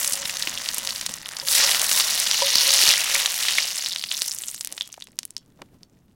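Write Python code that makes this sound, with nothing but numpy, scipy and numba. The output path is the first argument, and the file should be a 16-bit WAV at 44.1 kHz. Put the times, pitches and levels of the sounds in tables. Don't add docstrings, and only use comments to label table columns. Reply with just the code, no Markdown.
import sys
import numpy as np
from scipy import signal
from scipy.fft import rfft, irfft
from scipy.io import wavfile
from scipy.ndimage import uniform_filter1d
from numba import njit

SR = 44100
rng = np.random.default_rng(int(sys.argv[2]) if len(sys.argv) > 2 else 0)


def inscribe(sig):
    pcm = np.round(np.clip(np.atleast_2d(sig).T, -1, 1) * 32767)
    wavfile.write(sys.argv[1], SR, pcm.astype(np.int16))


N = 271197
TOP_HZ = 16000


# t/s, bass/dB, treble/dB
SIZZLE_TONE = [(0, -3.5, 6), (.13, -8.5, 2), (.19, -6.5, -4.5), (.9, -8, -2.5), (1.0, -9.5, -3.5),
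               (1.35, 0, -2.5), (1.52, -12, 4.5), (1.6, -9, -5), (1.83, -4.5, 4.5), (2.0, -8, -0.5),
               (2.55, -14, -7), (2.75, -13, -4), (3.05, -9, -4.5), (3.33, -10.5, -2), (3.6, -13.5, -9),
               (3.76, -12, 0), (3.87, -10, -6.5), (4.1, -11.5, 1.5), (4.35, -8.5, 6.5), (4.9, -14, -3.5),
               (5.45, -4.5, -3.5)]

def sizzle(level_db, count=70000):
    bass_db, treble_db = curves(SIZZLE_TONE)
    boil = undb(0.77 * (level_db + 25.5))
    at, alive = random_times(4800 * boil * undb(2.7 * walk(size=200)), count)
    size = undb(4.38 * np.minimum(rng.exponential(size=count), 4.2))
    hz = np.clip(5200 * np.exp(0.736 * rng.standard_normal(count)), 600, TOP_HZ)
    q = 1.24 * 8 ** rng.random(count) / size ** 0.22
    crackle = pops(at[alive] / SR, size[alive], hz[alive], q[alive], soft=0.)
    hiss = undb(3.5) * boil ** 0.97 * rng.standard_normal(N)
    bubbles = bowl(crackle + hiss)
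    bass, below_treble = (signal.sosfiltfilt(signal.butter(4, split_hz, fs=SR, output="sos"), bubbles)
                          for split_hz in (2000, 7000))
    flicker_db = 2 * walk(size=1300)
    bands = [(bass, bass_db), (below_treble - bass, 0), (bubbles - below_treble, treble_db + flicker_db)]
    return sum(even(band, size=2200) * undb(level_db + db - 3) for band, db in bands)


# t/s, level/dB
FRYING_BED = [(0, -32), (.2, -32.5), (.9, -32.5), (1.12, -36), (1.2, -42.5), (1.44, -38), (1.6, -29.5),
              (1.86, -27.5), (2.1, -25), (3.0, -24.5), (3.33, -29), (3.8, -31), (4.02, -41.5),
              (4.45, -44.5), (4.85, -48.5), (5.05, -60), (5.45, -71), (5.7, -75.5)]
# t/s, rise/s, hold/s, decay/s, level/dB
SURGES = [(1.452, 0.13, 0.055, 0.12, -18.5), (1.881, 0.1, 0.006, 0.071, -26),
          (2.156, 0.555, 0.22, 0.022, -20), (3.052, 0.076, 0.083, 0.11, -23.5),
          (3.334, 0.12, 0.17, 0.069, -26), (4.079, 0.055, 0.013, 0.086, -34),
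          (4.227, 0.036, 0.015, 0.03, -42.5)]

def boiling():
    steady_db, = curves(FRYING_BED)
    surges = sum(undb(db) * swell(*shape) for *shape, db in SURGES)
    return 20 * np.log10(np.hypot(undb(steady_db), surges))


# t/s, level/dB, f/Hz, ring/Q, spatter against the spit/dB
SPITS = [(0.0463, -15.5, 5450, 0.49, -6), (0.076, -23.5, 6600, 0.9, 6), (0.1235, -21.5, 8200, 2.9, -20),
         (0.134, -23, 6370, 4.1, 6), (0.2546, -29, 3350, 1.6, 9.5), (0.296, -24, 2640, 6.8, 3),
         (0.4242, -17, 3950, 8.2, -3.5), (0.4733, -15, 2620, 3.5, -11), (0.496, -27, 6800, 18, -10),
         (0.5757, -20.5, 3260, 7.1, -6), (0.6599, -24.5, 2650, 3.7, 2.5), (0.6886, -16, 4550, 5, -14),
         (0.7445, -27.5, 10500, 3, 3), (0.7823, -23, 9150, 2.3, 1), (0.8734, -17.5, 4350, 3.2, -23),
         (0.8911, -23.5, 3570, .8, 2), (0.907, -20.5, 4330, 11, -18), (1.0637, -16.5, 4240, 0.37, -4.5),
         (1.1394, -26.5, 6600, 6, -4), (1.2592, -26.5, 3270, 3.3, -4), (1.2896, -22, 3460, 0.59, -20),
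         (1.3684, -23.5, 4700, 4, -10), (1.3991, -23, 5000, 17, -22), (1.4852, -15.5, 4630, 5.6, -9),
         (1.7146, -12.5, 3800, 3, -23), (1.7474, -8.5, 2480, 0.59, -21), (1.8166, -14, 5600, 1.3, -9),
         (1.9148, -12, 4000, 0.8, -16), (1.9998, -13, 4360, 3.5, -24), (2.0076, -12.5, 4000, 1.5, -20),
         (2.3129, -11, 4430, 3.1, -14), (2.5556, -2, 4600, 4.1, -41), (2.5837, -10, 4970, 6.3, -20),
         (2.6776, -15, 6680, .78, -5), (2.737, -12.5, 6000, 0.45, -2), (2.7905, -10.5, 3360, .67, -14),
         (2.8156, -10.5, 4100, 0.46, -26), (2.8376, -14, 4660, 8.5, -24), (2.868, -13, 2400, 12, -10),
         (2.8767, -10, 4520, 4.7, -16), (2.8825, -8, 4000, 0.46, -29), (2.9073, -9, 4300, 3, -19),
         (2.9125, -11, 5000, 1.5, -12), (2.938, -12.5, 4200, 2.2, -12), (3.0066, -18, 5000, 1.4, -19),
         (3.1534, -10, 2290, 18, -5), (3.2596, -12.5, 3570, 3.5, -1), (3.427, -23, 5400, 0.83, -6),
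         (3.4845, -17.5, 2800, 2.6, 4.5), (3.5837, -6.5, 2230, 7.3, -2.5), (3.861, -18, 3870, 4.4, -13),
         (3.9609, -17.5, 3500, 2.3, -22), (4.039, -18.5, 3030, 2.8, -4), (4.1155, -17, 3280, 5.1, -8),
         (4.2197, -14, 5470, 1.2, -10), (4.3169, -23, 5500, 8, -7), (4.4288, -39, 7850, 5, -18),
         (4.437, -26.5, 3400, 5.2, -10), (4.4843, -25.5, 7100, 9.6, -12), (4.545, -30.5, 7450, 1.3, 1),
         (4.6099, -23.5, 5800, 2.8, -5), (4.6478, -22.5, 9800, 1.1, -25), (4.6733, -24.5, 8700, 0.72, -31),
         (4.725, -27, 7460, 1.5, -9), (4.7787, -25, 3040, 0.79, -1), (4.8098, -16.5, 3500, 12, -24),
         (4.8205, -29, 4680, 2.6, -20), (4.8755, -36.5, 8520, 0.8, -11), (4.9275, -34.5, 6360, 13, -10),
         (4.9412, -31.5, 3230, 0.6, -9), (5.0095, -37.5, 3300, 1.5, -18), (5.023, -29, 3730, 8.5, -8.5),
         (5.041, -46, 8600, 1.5, -1), (5.0712, -37.5, 3000, 1, -19), (5.1897, -18, 6140, 1.6, -18),
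         (5.2318, -32, 4900, 1.2, -19), (5.2528, -30, 10700, 4.3, -22), (5.3065, -38, 8400, 5.1, -15),
         (5.3665, -23.5, 5050, 8.6, -18), (5.3798, -40, 6720, 3.6, -17), (5.6192, -32, 2355, .5, -15.5),
         (5.8325, -40, 4890, 6.5, -23)]

def spits(level_db):
    s, db, hz, q, spatter_db = np.vstack([SPITS, stray_spits(level_db)]).T.copy()
    hz, q = np.minimum(hz, TOP_HZ), np.maximum(q, .5)
    spatter = np.zeros(N)
    for start, pitch, droplets_db in zip(s, hz, db + spatter_db):
        add(spatter, start - .0012, undb(droplets_db) / 2 * burst(pitch, octaves=1.4, rise_s=0.0019))
    cracks = pops(s, undb(db), hz, q, soft=0.)
    kick_db = -67 + 14.5 * np.log10(q)
    kick = pops(s, undb(db + kick_db), hz, q, soft=0.)
    return bowl(cracks + spatter), kick


def stray_spits(level_db, per_second=17, count=200):
    at, alive = random_times(np.full(N, per_second), count)
    loud, pitch, ring = np.clip(rng.standard_normal((count, 3)), -2, 2).T
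    db = -31.5 + 0.97 * (level_db[at] + 30.5) + 6.5 * loud
    hz = 5290 * 2 ** (.5 * pitch)
    q = 3.6 * 2 ** ring
    spatter_db = np.full(count, -6)
    return np.column_stack([at / SR, db, hz, q, spatter_db])[alive]


# t/s, f/Hz, level against the sizzle/dB
SQUEAKS = [(0, 6360, 1.5), (.5, 6100, -11), (1.15, 6160, -19.5), (1.45, 5150, -4), (2.45, 5000, -2.5),
           (2.8, 4900, -1.5), (3.0, 2700, -3.5), (3.3, 3300, -17.5), (3.53, 3840, -3.5), (3.73, 5600, -4.5),
           (3.88, 5100, 6), (4.12, 4470, 4), (4.5, 7730, 9), (4.7, 7100, -12)]

def squeaks(level_db, count=8000):
    centre_hz, share_db = curves(SQUEAKS)
    at, alive = random_times(520 * undb(.45 * (level_db + 28.5)), count)
    hz = np.minimum(centre_hz[at] * np.exp(0.19 * rng.standard_normal(count)), TOP_HZ)
    size = undb(6.5 * np.minimum(rng.standard_normal(count), 1.7))
    q = 2 * 3.2 ** rng.random(count)
    blips = pops(at[alive] / SR, size[alive], hz[alive], q[alive], soft=1.)
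    return even(blips, size=3500) * undb(level_db + share_db)


def under_egg(x, centre_s=2.55, span_s=.15, hz=7600, width_hz=1630, dip_db=-7):
    depth_db = dip_db * np.exp(-((np.arange(N) / SR - centre_s) / span_s) ** 2)
    band = signal.lfilter(*signal.iirpeak(hz, hz / width_hz, fs=SR), x)
    return x + (undb(depth_db) - 1) * band


# f/Hz, width/Hz, boost/dB
CAVITY_PEAKS = [(1916, 170, 3.5), (2900, 130, 4.5), (3687, 350, 2), (5700, 1200, 2), (10000, 580, 0.5)]
# f/Hz, gain/dB
BOWL_EQ = [(100, -23.5), (350, -18), (550, -6), (1000, -5), (1600, -4), (2000, -1.5), (4500, 3),
           (7000, 5.5), (10000, 9), (15500, 3.5)]

def bowl(x):
    for hz, width, db in CAVITY_PEAKS:
        x = x + (undb(db) - 1) * signal.lfilter(*signal.iirpeak(hz, hz / width, fs=SR), x)
    return colour(x, BOWL_EQ)


# t/s, hold/s, level/dB
RUBS = [(-.04, 0.49, -85.5), (0.76, 0.035, -88), (1.426, 0.17, -81), (2.56, 0.087, -76), (2.85, .35, -90.5)]
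# t/s, level/dB
SPATULA_HITS = [(1.426, -34), (2.4196, -13.5)]

def spatula():
    strokes = sum(undb(db) * swell(s, rise_s=.045, hold_s=hold, fall_s=.085) for s, hold, db in RUBS)
    friction = unit(butter(rng.standard_normal(N), 769, "lowpass", order=4))
    force = friction * strokes * undb(2 * walk(size=700))
    contact = np.hanning(50)
    for s, db in SPATULA_HITS:
        add(force, s, undb(db) * contact / contact.sum())
    return force


# f/Hz, level/dB, t60/s
IRON_MODES = [(555, -4, .21), (964, 4, 0.049), (1906, -11, 0.037), (2640, -4.5, .12), (2950, 1, 0.15),
              (3090, -1, .13), (3290, 3, .19), (3560, 1.5, .11), (3970, 5, .11), (4216, -11.5, 0.097),
              (4480, 6, .12), (4823, -20.5, .15), (5370, 6.5, 0.1), (5992, -8.5, .14), (6350, 1.5, .08),
              (6700, -4.5, .08), (8300, -3.5, .06), (9200, -3.5, .06)]

def skillet(force):
    t = np.arange(SR // 2) / SR
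    ring = sum(undb(db) * np.cos(2 * np.pi * hz * t) * np.exp(-np.log(1000) * t / t60)
               for hz, db, t60 in IRON_MODES)
    return butter(signal.fftconvolve(force, ring)[:N], 450, "highpass", order=5)


# t/s, level/dB, f/Hz, length/s
THUMPS = [(.473, -40, 213, .0056), (.776, -40, 220, .01), (1.094, -39, 160, .009), (2.554, -30, 157, .003),
          (2.834, -30.5, 170, .004), (2.88, -36, 200, .0035), (4.218, -44, 260, .004),
          (4.696, -52, 400, .048), (4.888, -51, 830, .004), (4.978, -41, 750, .0022),
          (5.082, -53, 404, .0035), (5.589, -49, 450, .01), (5.615, -36, 330, .007),
          (5.617, -38.5, 1100, .0032)]

def thumps():
    out = np.zeros(N)
    for s, db, hz, length in THUMPS:
        add(out, s, undb(db) * burst(hz, octaves=2, rise_s=length / 2))
    return out


# f/Hz, gain/dB
FLAME_EQ = [(20, -2), (60, -1.5), (130, 2.5), (220, 3.5), (400, -8), (800, -17.5), (2000, -26),
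            (6000, -31.5), (16000, -33)]
# t/s, level/dB
DRAUGHT = [(0, -52.5), (1.9, -54), (3.5, -60.5), (5.3, -60.5), (5.55, -55), (6.15, -58)]

def flames():
    draught_db, = curves(DRAUGHT)
    rumble = unit(colour(rng.standard_normal(N), FLAME_EQ))
    return rumble * undb(draught_db + 2 * walk(size=900))


def surroundings(x, size=8192):
    t = np.arange(size) / SR
    fade = sum(undb(2 * db) * np.exp(-t / decay_s) / (decay_s * SR)
               for db, decay_s in [(-17, .0013), (-27, .012)])
    edges_hz = np.geomspace(700, TOP_HZ, 9)
    out = x
    for band in zip(edges_hz, edges_hz[1:]):
        power = signal.fftconvolve(butter(x, band, "bandpass", order=3) ** 2, fade)[:N]
        wash = unit(butter(rng.standard_normal(N), band, "bandpass", order=3))
        out = out + np.sqrt(np.abs(power)) * wash
    return out


@njit
def pops(s, size, hz, q, soft):
    out = np.zeros(N)
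    for k in range(len(s)):
        first = int(s[k] * SR) + 1
        tau = q[k] / (np.pi * hz[k])
        pole = -1 / tau + 2j * np.pi * hz[k]
        z = size[k] * np.sqrt(.004 / tau) * np.exp(pole * (first / SR - s[k]))
        step = np.exp(pole / SR)
        for i in range(first, min(first + int(9 * tau * SR), N)):
            out[i] += z.imag * (1 - soft + soft * (i - first) / (tau * SR))
            z *= step
    return out


def burst(hz, octaves, rise_s, size=4096):
    band = [hz * 2 ** (-octaves / 2), min(hz * 2 ** (octaves / 2), TOP_HZ)]
    age = np.arange(size) / SR / rise_s
    return unit(butter(rng.standard_normal(size), band, "bandpass")) * age * np.exp(1 - age)


def random_times(per_second, count):
    when, lot = rng.random((2, count))
    at = (when * N).astype(int)
    return at, lot < per_second[at] * N / SR / count


def swell(start, rise_s, hold_s, fall_s):
    age = np.arange(N) / SR - start
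    return np.clip(age / rise_s, 0, 1) * np.exp(-np.maximum(age - rise_s - hold_s, 0) / fall_s)


def curves(table):
    s, *columns = np.transpose(table)
    return [np.interp(np.arange(N) / SR, s, c) for c in columns]


def walk(size):
    steps = np.repeat(rng.standard_normal(N // size + 1), size)
    return unit(smooth(steps, size)[:N])


def even(x, size):
    return x / np.sqrt(np.abs(smooth(x ** 2, size)) + 1e-6)


def smooth(x, size):
    return uniform_filter1d(uniform_filter1d(x, size), size)


def colour(x, points, size=2048):
    hz, db = np.transpose(points)
    grid = np.maximum(np.fft.rfftfreq(size, 1 / SR), 1)
    gain = undb(np.interp(np.log(grid), np.log(hz), db))
    cepstrum = irfft(np.log(gain))
    cepstrum[1:size // 2] *= 2
    cepstrum[size // 2 + 1:] = 0
    return signal.fftconvolve(x, irfft(np.exp(rfft(cepstrum))))[:N]


def butter(x, hz, kind, order=2):
    return signal.sosfilt(signal.butter(order, hz, kind, fs=SR, output="sos"), x)


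def add(out, s, x):
    i = int(s * SR)
    out[i:i + len(x)] += x[:max(N - i, 0)]


def undb(db):
    return 10 ** (np.asarray(db) / 20)


def unit(x):
    return x / np.sqrt(np.mean(x ** 2))


def scene():
    level_db = boiling()
    frying = under_egg(sizzle(level_db) + squeaks(level_db))
    spitting, kick = spits(level_db)
    iron = skillet(spatula() + undb(-76.5) * frying + kick)
    return (surroundings(frying + spitting + iron + thumps()) + flames())[None]


def record(dry):
    high_cut = signal.ellip(8, .2, 70, TOP_HZ, fs=SR, output="sos")
    return signal.sosfilt(high_cut, np.clip(dry, -1, 1))


dry = scene()
out = record(dry)
inscribe(out)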